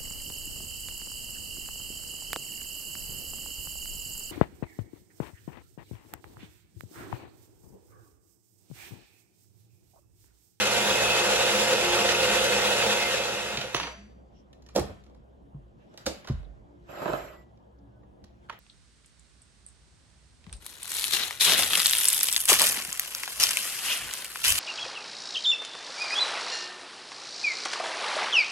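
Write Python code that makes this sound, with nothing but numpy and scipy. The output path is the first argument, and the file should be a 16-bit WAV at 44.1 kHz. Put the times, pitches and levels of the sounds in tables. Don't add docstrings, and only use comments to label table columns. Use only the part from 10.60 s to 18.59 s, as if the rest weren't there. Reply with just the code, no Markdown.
import sys
import numpy as np
from scipy import signal
from scipy.fft import rfft, irfft, next_fast_len
from scipy.io import wavfile
from scipy.ndimage import uniform_filter1d, map_coordinates

SR = 44100
rng = np.random.default_rng(int(sys.argv[2]) if len(sys.argv) > 2 else 0)


def field_ratio(decibels):
    return 10 ** (np.asarray(decibels, dtype=float) / 20)


def transcribe(u):
    v = np.clip(np.atleast_2d(u).T, -1, 1)
    q = np.round(v * 32767).astype(np.int16)
    wavfile.write(sys.argv[1], SR, q)


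N = 352359

# (f/Hz, density/dB per Hz)
AIR = [(30, -14), (50, -3), (88, -20), (150, -10), (280, -13), (400, -16), (620, -17), (1000, -25),
       (1500, -34), (2300, -47), (3200, -41), (4200, -53), (9000, -58), (13500, -72)]
AIR_DB = -56
# (f/Hz, width/Hz, level/dB)
FRIDGE = [(62.8, 0.63, -59), (111.4, 1.5, -65), (199.4, 3.1, -69), (352, 1.6, -70.5)]
# (f/Hz, t60/s)
ROOM_T60 = [(60, 0.97), (300, 0.24), (2000, 0.54), (6000, 0.24), (14000, 0.37)]
# (f/Hz, likeness)
DIFFUSE = [(60, 0.68), (130, 1), (290, -0.38), (640, -0.19), (1410, -0.81), (3100, 0.07), (6820, 0.67),
           (15000, 0.09)]

# (f/Hz, phase/rad)
PORT_LEAD = [(0, 0), (280, -.2), (360, 1), (430, -.4), (520, -.3), (640, -1.4), (900, 0), (1300, -.6),
             (2500, -1.3), (4200, -2.5), (7000, -4.2), (9000, -3.14), (11500, 0), (14000, 3.14)]
# (f/Hz, level/dB)
PORT_LEAN = [(60, -2.5), (110, -1), (200, 2), (380, 1.5), (700, -5), (1290, -0.5), (2380, -0.5), (4400, -2),
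             (8120, 1.5), (15000, -4)]

# (t/s, level/dB)
WHIR = [
    (0.0, -26.5),
    (0.84, -26),
    (2.34, -26.5),
    (2.89, -34),
    (3.13, -42),
    (3.3, -54.5),
]
# (t/s, f/Hz)
SHAFT = [(0, 117.6), (.3, 118.3), (1.6, 117.8), (3.1, 118.2)]
# (multiple of the shaft, level re whir/dB)
ORDERS = [(1.03, -20), (2.992, -16), (4.325, -23.5), (6, -10), (6.99, -16.5), (8.02, -13.5), (12.14, -17),
          (13.0, -19), (15.83, -23), (18.12, -20), (19.93, -20), (17.46, -18), (21.78, -13), (23.26, -15),
          (25.45, -20)]
# (f/Hz, density/dB per Hz)
CHURN = [(36, -61), (55, -12.5), (100, -23), (250, -17.5), (450, -8.5), (900, -13), (1500, -10),
         (2300, -13.5), (3600, -12.5), (4500, -15), (7500, -17), (10500, -23.5), (12500, -30.5),
         (15500, -26.5)]
# (f/Hz, width/Hz, gain/dB)
CUP = [(130, 49, -4.5), (206.9, 9, 18), (456, 12, -8), (523.6, 55, 14), (847, 92, 7.5), (1380, 150, 1.5),
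       (1880, 74, 4), (2100, 62, 6.5), (3320, 20, 5.5), (2390, 25, 5), (2510, 30, 3.5), (2590, 60, 12),
       (2810, 68, 7.5), (3070, 21, 9), (3620, 24, 8), (2970, 430, -1), (3360, 85, 6.5), (3770, 96, 4.5),
       (4170, 28, 4), (7500, 87, 2)]
# (f/Hz, width/Hz)
DIPS = [(750, 60), (990, 60), (1960, 90), (2210, 90), (2670, 40), (3140, 90), (3480, 70), (4020, 90)]
DIP_SHARE = .45
# (f/Hz, likeness)
WHIR_LIKENESS = [(60, .99), (160, .88), (350, .35), (430, .88), (540, .84), (750, .5), (1400, .75),
                 (2000, .5), (2600, .7), (3700, .4), (6000, .33), (8000, .65)]
TILT_DB, TILT_PER_DB, FULL_DB = 3, 0.25, -24.5
FRESH_DB, SETTLE_S = 1, .4
FILL_SHARE, FILL_S = .45, 0.32

# (t/s, length/s, f/Hz, level/dB)
MOANS = [(0.298, 0.35, 2568, -33), (.95, .3, 2568, -42), (3.197, .08, 290, -47), (3.2, 0.065, 170, -46),
         (2.28, 0.72, 2612, -46), (2.38, .14, 2100, -36), (3.143, 0.18, 945, -44), (3.304, 0.046, 614, -50),
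         (3.34, 0.085, 680, -57), (3.363, 0.13, 203, -52.5), (3.52, 0.077, 676, -69),
         (4.823, .08, 280, -61), (6.04, .15, 295, -58), (6.93, 0.75, 1670, -85.5), (6.6, 0.23, 1958, -62.5),
         (6.85, .07, 1958, -77), (7.31, .1, 1500, -76), (6.366, 0.065, 2600, -56), (6.43, 0.053, 3980, -64),
         (6.473, 0.06, 4930, -62), (6.62, .08, 2350, -63), (1.225, .17, 355, -33), (.58, 0.25, 352, -41),
         (1.5, .25, 352, -38.5), (7.17, .12, 285, -57), (7.25, 0.19, 121, -58), (7.35, 0.37, 300, -66.5)]

PULP_HITS = [
    (1.49, -14.5, -30.5),
    (2.9733, -19.5, -34.5),
    (3.0126, -24.5, -40),
]
LATCH_HITS = [
    (3.1459, -16.5, -24.5),
    (3.1651, -23, -39),
    (3.1996, -24, -38),
]
SCUFF_HITS = [
    (3.175, -28.5, -35),
    (3.21, -28.5, -49),
    (3.232, -25, -35.5),
    (3.27, -34, -36),
]
TAB_HITS = [
    (3.9301, -52, -69),
    (4.0228, -55, -79),
    (4.0642, -49.5, -66),
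    (4.0891, -45.5, -57),
    (4.4387, -56, -73),
    (5.3757, -36.5, -50.5),
]
CUP_HITS = [
    (4.151, -40, -33),
    (4.155, -33.5, -33),
    (4.1606, -18.5, -23),
    (4.1795, -36, -23.5),
    (4.196, -31.5, -40.5),
    (4.2148, -49, -34.5),
]
FINGER_HITS = [
    (4.4654, -57.5, -52),
    (4.4988, -62, -73),
    (4.5483, -59.5, -56),
    (5.3412, -55, -50),
    (5.8294, -63.5, -53),
    (6.9749, -64, -68),
    (7.4355, -70.5, -58),
    (7.6416, -47.5, -54.5),
]
BASE_HITS = [
    (5.459, -36.5, -38.5),
    (5.464, -20.5, -25),
    (5.4894, -58.5, -36),
    (5.5094, -57, -38.5),
    (5.6976, -57.5, -40),
    (5.7205, -52, -55),
]
FEET_HITS = [
    (5.6461, -43, -48),
    (5.6737, -36, -42),
    (5.685, -38, -44),
]
LID_HITS = [
    (7.889, -52, -51.5),
    (7.897, -33.5, -40),
    (7.9269, -45.5, -47),
]
# (f/Hz, level/dB)
CRACK = [(600, -25), (1500, -4), (4000, 8.5), (7000, 5.5), (12000, -8), (16000, -9.5)]
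# (ratio to body pitch, relative width, level/dB)
PLASTIC = [(.42, .3, -1), (.68, .25, -2), (1, .22, 0), (1.45, .22, -5), (2.3, .3, -15)]

# (t/s,
# f/Hz, width/Hz, level/dB, length/s)
SWELLS = [(2.43, 1950, 600, -35, .06), (3.785, 5500, 700, -72, .035), (3.78, 3000, 900, -75, .05),
          (3.934, 2900, 1100, -58, .004), (5.225, 2600, 900, -72, .03), (5.22, 1750, 200, -76, .03),
          (5.85, 3700, 700, -68, .012), (7.19, 5000, 2500, -75, .004), (7.93, 3200, 1500, -58, .02),
          (3.29, 5000, 5000, -56, .06), (3.38, 4000, 5000, -64, .07), (3.47, 3500, 4500, -73, .07),
          (5.3, 3000, 1800, -76, .05), (5.58, 3000, 5000, -60, .05), (4.95, 1250, 300, -74, .012),
          (4.198, 1800, 1600, -41, .008), (4.17, 1400, 400, -42, .015), (4.23, 480, 250, -36, .02),
          (4.3, 480, 350, -44, .025), (7.646, 5000, 4000, -60, .004), (7.9, 2700, 1200, -44, .004)]

# (t/s, peak/dB, f/Hz)
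THUMPS = [(2.979, -32, 130), (3.149, -29.5, 135), (3.15, -45, 52.8), (3.22, -44, 60), (4.157, -31, 200),
          (4.182, -34, 59.2), (4.19, -30, 80), (4.2, -29, 128), (4.291, -38.5, 88.6), (4.946, -30.5, 141.4),
          (4.961, -43, 54.5), (5.466, -25, 224), (5.468, -34.5, 70), (5.7, -15, 135.3), (5.7, -24.5, 222.5),
          (5.705, -28, 47.6), (5.723, -22.5, 76), (5.881, -43, 57), (6.5, -42, 45), (7.63, -46, 71)]
# (f/Hz, t60/s)
SLAB_T60 = [(50, 0.64), (75, 0.18), (110, 0.43), (135, 0.089), (200, 0.43), (224, 0.055)]

CLINK_S = 3.147
# (f/Hz, level/dB, t60/s)
STEEL = [(4231, -57, .5), (4624, -48, .3), (6019, -35, .43), (7413, -54, .25), (8662, -61, .5),
         (10000, -51, .4), (10450, -48, .4), (12720, -58, .25), (14340, -64, .3), (15720, -52, .3)]
# (t/s, f/Hz, level/dB, t60/s)
PINGS = [
    (3.02, 6018, -52, .6),
    (3.225, 4626, -47, .6),
    (3.25, 6019, -52, .5),
    (3.93, 1800, -66, .15),
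    (4.064, 1800, -65, .1),
    (4.09, 2400, -67, .2),
    (4.16, 1800, -46, .45),
    (7.432, 1850, -69, .08),
    (7.432, 1150, -65, .08),
]
# (t/s, f/Hz, level/dB, t60/s)
SNAPS = [(3.1472, 1150, -15, .012), (3.1995, 1050, -16, .008), (3.1995, 2600, -27, .006),
         (4.064, 5500, -54, .012), (4.1625, 11000, -36, .01), (4.0228, 7500, -66, .008),
         (4.09, 6300, -58, .01), (4.1615, 570, -18, .03), (4.163, 468, -28, .15), (4.165, 890, -31, .12),
         (4.18, 836, -33, .12), (4.178, 512, -22, .09), (4.187, 347, -27, .15), (4.18, 11000, -37, .008),
         (4.196, 7000, -32, .005), (4.1962, 9500, -31, .006), (4.1962, 12300, -33, .006),
         (4.946, 280, -46, .05), (5.464, 549, -31, .12), (5.464, 1400, -27, .018), (5.464, 4300, -31, .01),
         (5.464, 7500, -35, .008), (5.464, 10500, -38, .008), (5.47, 590, -44, .5), (5.5, 318, -38, .15),
         (5.6737, 6500, -43, .005), (5.674, 11000, -48, .004), (5.674, 3000, -46, .005),
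         (5.701, 330, -33, .04), (7.642, 4800, -61, .015), (7.642, 5900, -60, .02),
         (7.643, 1900, -61, .015), (7.8972, 1389, -21, .008), (7.8975, 10500, -53, .008),
         (7.8975, 4511, -46, .025), (7.8975, 6300, -49, .008), (7.9015, 1066, -27, .016),
         (7.9, 915, -40, .1)]
BEAT_HZ, PAIR_S = 9, .09

# (t/s, length/s, rustle/dB)
STROKES = [(3.348, 0.06, -60.5), (3.68, 0.14, -78), (4.249, 0.11, -61), (5.2, .1, -84), (5.42, 0.2, -62),
           (5.68, .15, -70), (5.956, .3, -83.5), (6.458, 0.15, -54), (6.9, .15, -85.5), (7.701, 0.19, -74),
           (7.957, .04, -74.5)]
REACH_DB_PER_S, LEAVE_DB_PER_S, IDLE_DB, HANDS_FROM_S = 88.5, 103.5, -95, 3.5
# (f/Hz, level/dB)
SKIN = [(500, 2), (1500, 5.5), (2300, -2), (3300, -3.5), (4500, -8.5), (9000, -14.5), (14000, -29)]

# (t/s, level/dB)
SLIDE = [
    (6.26, -89.5),
    (6.3, -63.5),
    (6.43, -55.5),
    (6.57, -55),
    (6.746, -68.5),
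    (6.84, -83.5),
]
# (t/s, level/dB)
BUMPS = [
    (6.29, -46.5),
    (6.419, -29),
    (6.457, -23.5),
    (6.479, -29),
    (6.498, -30),
    (6.534, -24),
]
# (f/Hz, width/Hz, level/dB)
BOWL = [(130, 72, -5.5), (350, 69, 0), (620, 100, 4), (1040, 140, -5), (1270, 74, -2.5), (1640, 220, -12.5),
        (2084, 210, -24.5), (2600, 90, -16), (3050, 90, -18), (4000, 73, -22.5)]
# (f/Hz, width/Hz, level/dB)
GLAZE = [(7416, 41, -59), (11800, 70, -59)]
# (f/Hz, level/dB)
GRIT = [(600, -16.5), (1200, 5), (2000, 1.5), (4000, -9), (7000, -18), (12500, -26.5), (16000, -36)]
SCRAPE_DB, JOLT_DB, JOLT_T60 = 10, -10.5, 0.12
SOFT_HZ = 1300

# (0 mid or 1 side, from f/Hz, to f/Hz, share of loud frames, share of faint frames)
HOLES = [(0, 8350, 9600, 1, 1), (0, 8000, 8350, .1, .3), (0, 7700, 8000, 0, .1), (0, 9600, 9950, .06, .5),
         (0, 12400, 13150, .03, .4), (0, 13150, 15100, 1, 1), (0, 15100, 16000, .7, .9),
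         (1, 11050, 12400, 1, 1), (1, 10700, 11050, .35, .8), (1, 12400, 12750, .4, .8),
         (1, 12750, 13450, .2, .6), (1, 15750, 17000, 1, 1)]
# (from t/s, to t/s, from f/Hz, to f/Hz, share kept)
GATES = [(3.17, 3.42, 8200, 9900, 0), (3.17, 3.42, 10900, 12000, .3), (3.17, 3.25, 12000, 13200, .5),
         (3.17, 3.5, 13200, 15900, 0), (3.26, 3.5, 11500, 13200, .1), (3.28, 3.45, 9900, 10900, .2),
         (4.15, 4.22, 13150, 14100, 1), (4.15, 4.22, 15100, 15900, 1), (4.18, 4.26, 8350, 9600, 1),
         (4.23, 4.3, 15100, 15900, 0), (5.37, 5.41, 8350, 9600, 1), (5.46, 5.53, 8350, 9200, 1),
         (5.36, 5.39, 13150, 15900, 1), (5.4, 5.44, 13150, 15900, 0), (5.45, 5.49, 15100, 15900, 1),
         (5.66, 5.68, 8350, 14000, 1), (5.5, 5.8, 15100, 15900, 0), (7.5, 7.65, 8350, 9600, 1),
         (7.78, 7.88, 8350, 9200, 1), (7.9, 7.94, 11500, 13200, 0)]
FAINT_DB, SILENT_DB = -53, -88
SPARED_DB = 14.5


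def unit(x):
    return x / np.sqrt(np.mean(x ** 2) + 1e-20)


def along(points, hz):
    f, v = np.transpose(points)
    return np.interp(np.log(hz + 1), np.log(f + 1), v)


def curves(rows, outside=None):
    s, *cols = np.transpose(rows)
    return [np.interp(np.arange(N) / SR, s, c, outside, outside) for c in cols]


def since(s):
    return np.maximum(np.arange(N) / SR - s, 0)


def wobble(rate):
    knots = rng.standard_normal(int(N * rate / SR) + 4)
    return map_coordinates(knots, [np.arange(N) * rate / SR])


def filtered(x, response):
    n = x.shape[-1]
    m = next_fast_len(n + SR // 4)
    return irfft(rfft(x, m) * response(np.fft.rfftfreq(m, 1 / SR)), m)[..., :n]


def modes(table):
    def response(f):
        total = 0
        for k, (c, w, db) in enumerate(table):
            total = total + (-1) ** k * field_ratio(db) * 1j * f * w / (c * c - f * f + 1j * f * w)
        return total
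    return response


def rush(gain, alike, patchy_db):
    z = signal.stft(rng.standard_normal((2, N)), nperseg=512)[2]
    field = uniform_filter1d(rng.standard_normal(z.shape[1:]), size=5, axis=0)
    field = uniform_filter1d(field, size=8, axis=1)
    pair = signal.istft(z * field_ratio(patchy_db * unit(field)), nperseg=512)[1][:, :N]

    def mid_side_gain(hz):
        angle = np.arccos(np.clip(along(alike, hz), -1, 1)) / 2
        return gain(hz) * np.array([np.cos(angle), np.sin(angle)])

    mid, side = filtered(pair, mid_side_gain)
    return unit(np.array([mid + side, mid - side]))


def ports(x):
    def half_step(hz):
        return .5j * along(PORT_LEAD, hz) + np.log(field_ratio(along(PORT_LEAN, hz) / 2))
    return filtered(x, lambda hz: np.exp(half_step(hz) * np.array([[1], [-1]])))


def kitchen(x):
    hz, t, z = signal.stft(rng.standard_normal((2, SR * 2 // 3)), SR, nperseg=256)
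    tail = signal.istft(z * field_ratio(-60 * t / along(ROOM_T60, hz)[:, None]), SR, nperseg=256)[1]
    stereo = np.array([tail[0], 0.2 * tail[0] + 0.88 * tail[1]])
    late = np.pad(x, (300, 0))[None]
    return signal.fftconvolve(late, stereo / np.linalg.norm(tail[0]), axes=1)


def even(x):
    power = uniform_filter1d(abs(rfft(x)) ** 2, size=40)
    return np.roll(irfft(np.sqrt(abs(power))), 256)[:512]


def add(out, s, x):
    part = out[:, round(s * SR):][:, :x.shape[1]]
    part += x[:, :part.shape[1]]


def room_tone():
    air = field_ratio(AIR_DB) * rush(lambda hz: field_ratio(along(AIR, hz)), DIFFUSE, patchy_db=2.6)
    white = rng.standard_normal(N)
    return air + sum(field_ratio(db) * unit(filtered(white, modes([(hz, w, 0)]))) for hz, w, db in FRIDGE)


def blender():
    whir_db, = curves(WHIR, -120)
    tilt_db = TILT_DB + TILT_PER_DB * (whir_db - FULL_DB) + FRESH_DB * np.exp(-since(0) / SETTLE_S)
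    shaft_hz = curves(SHAFT)[0] * (1 + 0.0014 * wobble(9))
    turn = 2 * np.pi * np.cumsum(shaft_hz) / SR

    def colour(hz):
        dips = np.prod([1 - DIP_SHARE * abs(modes([(c, w, 0)])(hz)) ** 2 for c, w in DIPS], axis=0)
        cup = np.sqrt(1 + sum(abs(modes([m])(hz)) ** 2 for m in CUP))
        return field_ratio(along(CHURN, hz)) * cup * dips

    churn = rush(colour, WHIR_LIKENESS, patchy_db=1.29)
    spray = filtered(churn, lambda hz: hz ** 2 / (hz ** 2 + 4000 ** 2))
    churn = churn + (field_ratio(np.clip(tilt_db, -12, 12)) - 1) * spray
    main_note = filtered(churn, modes([(530, 110, 0.0021)]))
    churn = churn - FILL_SHARE * np.exp(-(since(0) / FILL_S) ** 2) * main_note
    lumps = field_ratio(0.3 * wobble(5.9) + 0.9 * wobble(45) + 0.58 * wobble(250))
    sing = sum(field_ratio(db + 1.8 * wobble(13)) * np.sin(k * turn + .9 * wobble(8)) for k, db in ORDERS)
    return field_ratio(whir_db) * ports(field_ratio(1.95) * lumps * churn + sing)


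def moans():
    t, out = np.arange(N) / SR, np.zeros(N)
    for s, length, hz, db in MOANS:
        swell = field_ratio(db + 1.5 * wobble(25)) * np.exp(-((t - s) / length * 2 - 1) ** 4)
        out += swell * np.sin(2 * np.pi * hz * t + wobble(12))
    return out


def knock(out, hits, treble_db, body_hz, t60):
    t = np.arange(SR // 4) / SR
    lives = np.clip([[0.75 * t60], [t60]], .004, .3)
    envelope = (1 - np.exp(-t / np.array([[.0004], [.0013]]))) * field_ratio(-60 * t / lives)
    shell = modes([(k * body_hz, k * body_hz * w, db) for k, w, db in PLASTIC])

    def edge(f):
        return field_ratio(along(CRACK, f) + (treble_db + 13.0) * np.clip(np.log2((f + 1) / 3500), -1, 1.3))

    for s, crack_db, body_db in hits:
        rattle = envelope * rng.standard_normal((2, len(t)))
        layers = [filtered(rattle[0], edge), filtered(rattle[1], shell)]
        crack, body = [x / np.sqrt(uniform_filter1d(x * x, size=128).max()) for x in layers]
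        hard = field_ratio(crack_db - 6.0) * crack + field_ratio(body_db - 1.0) * body
        add(out, s - .001, hard * field_ratio([[-1.4], [1.4]]))
        add(out, s, field_ratio(-4.5) * kitchen(even(hard)))


def knocks():
    out = np.zeros((2, N))
    knock(out, PULP_HITS, treble_db=-22, body_hz=510, t60=0.087)
    knock(out, LATCH_HITS, treble_db=-23, body_hz=900, t60=0.055)
    knock(out, SCUFF_HITS, treble_db=-25.5, body_hz=1100, t60=0.095)
    knock(out, TAB_HITS, treble_db=-14, body_hz=1300, t60=0.053)
    knock(out, CUP_HITS, treble_db=-11.5, body_hz=490, t60=0.071)
    knock(out, FINGER_HITS, treble_db=-18.5, body_hz=500, t60=0.036)
    knock(out, BASE_HITS, treble_db=-13.5, body_hz=520, t60=0.084)
    knock(out, FEET_HITS, treble_db=-20, body_hz=1000, t60=0.071)
    knock(out, LID_HITS, treble_db=-27, body_hz=1300, t60=.05)
    return ports(out)


def swells():
    out, t = np.zeros((2, N)), np.arange(SR // 4) / SR - .125
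    for s, hz, w, db, length in SWELLS:
        resonance = modes([(hz, w, 0)])
        noise = filtered(rng.standard_normal((2, len(t))), lambda f: resonance(f) ** 2)
        add(out, s - .125, field_ratio(db) * np.exp(-(t / length) ** 2) * unit(noise))
    return out


def counter():
    out, t = np.zeros((2, N)), np.arange(SR // 2) / SR
    for s, db, hz in THUMPS:
        envelope = field_ratio(db - 60 * t / along(SLAB_T60, hz)) * (1 - np.exp(-t * hz * 3))
        swing = envelope * np.sin(2 * np.pi * hz * t)
        add(out, s, np.array([swing, swing]))
        add(out, s, field_ratio(-13.5) * kitchen(swing))
    return out


def clink():
    out, t = np.zeros((2, N)), np.arange(SR) / SR
    for s, hz, db, t60 in [(CLINK_S, *mode) for mode in STEEL] + PINGS + SNAPS:
        first = np.sin(2 * np.pi * hz * t + [[0], [1.1]])
        second = 0.78 * np.exp(-t / PAIR_S) * np.sin(2 * np.pi * (hz + BEAT_HZ) * t + [[2.2], [.4]])
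        add(out, s, field_ratio(db - 60 * t / t60) * (1 - np.exp(-t / .0003)) * (first + second))
    return out


def hands():
    rustle = field_ratio(2.5 * wobble(27)) * rush(lambda hz: field_ratio(along(SKIN, hz)), DIFFUSE, patchy_db=2.5)
    t = np.arange(N) / SR
    level = field_ratio(IDLE_DB)
    for s, length, db in STROKES:
        reach_db = REACH_DB_PER_S * np.maximum(s - t, 0)
        level = level + field_ratio(db - reach_db - LEAVE_DB_PER_S * since(s + length))
    return (t > HANDS_FROM_S) * level * unit(rustle)


def bowl():
    hiss_db, = curves(SLIDE, -120)
    scrape = field_ratio(hiss_db + SCRAPE_DB)
    blows = np.zeros(N)
    for s, db in BUMPS:
        scrape = scrape + (since(s) > 0) * field_ratio(db + JOLT_DB - 60 * since(s) / JOLT_T60)
        blows[round(s * SR)] = field_ratio(db + 20.5)
    chatter = field_ratio(0.59 * wobble(83))
    near = [(100, 1.0), (400, 0.52), (800, 0.086)]  # (f/Hz, left-right likeness)
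    rumble = rush(lambda hz: abs(modes(BOWL)(hz)), near, patchy_db=0.5)
    body = field_ratio(6.5) * scrape * unit(chatter * rumble)
    grit = field_ratio(hiss_db + 9.5) * rush(lambda hz: field_ratio(along(GRIT, hz)), near, patchy_db=3.5)
    drive = field_ratio(1.0 * (hiss_db + 57.0)) * rng.standard_normal((2, N))
    ring = 0
    for hz, w, db in GLAZE:
        ring = ring + field_ratio(db) * filtered(drive, modes([(hz, w, 0)])) * np.sqrt(SR / w / np.pi)
    struck = filtered(blows, lambda hz: modes(BOWL)(hz) / (1 + 1j * hz / SOFT_HZ) ** 2)
    return grit + ring + (body + struck) * field_ratio([[-2.1], [2.1]])


def scene():
    machine = room_tone() + blender() + moans()
    contacts = knocks() + swells() + counter() + clink()
    return machine + contacts + hands() + bowl()


def top_cut(x):
    return signal.sosfilt(signal.butter(12, 15860, fs=SR, output="sos"), x)


def record(dry):
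    dry = filtered(dry, lambda hz: hz ** 8 / (hz ** 8 + 37 ** 8) * (hz < 15860))
    hz, t, z = signal.stft([dry[0] + dry[1], dry[0] - dry[1]], SR, nperseg=2048)
    treble = np.sqrt(np.sum(abs(z[:, (hz > 4000) & (hz < 8000)]) ** 2, axis=(0, 1)) / 3)
    whole = z[0].copy()
    for side, lo, hi, loud_share, faint_share in HOLES:
        share = np.where(treble < field_ratio(FAINT_DB), faint_share, loud_share)
        gone = rng.random(len(t) // 2 + 1).repeat(2)[:len(t)] < share
        z[side][np.ix_((hz >= lo) & (hz < hi), gone & (treble > field_ratio(SILENT_DB)))] = 0
    for start, end, lo, hi, share in GATES:
        cell = np.ix_((hz >= lo) & (hz < hi), (t >= start) & (t <= end))
        z[0][cell] = whole[cell] * (rng.random(len(t))[cell[1]] < share)
    power = abs(whole) ** 2
    lines = power > field_ratio(SPARED_DB) * uniform_filter1d(power, size=41, axis=0)
    z[0][lines] = whole[lines]
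    mid, side = signal.istft(z, SR, nperseg=2048)[1][:, :N] / 2
    return top_cut(np.array([mid + side, mid - side]))


dry = scene()
out = record(dry)
transcribe(out)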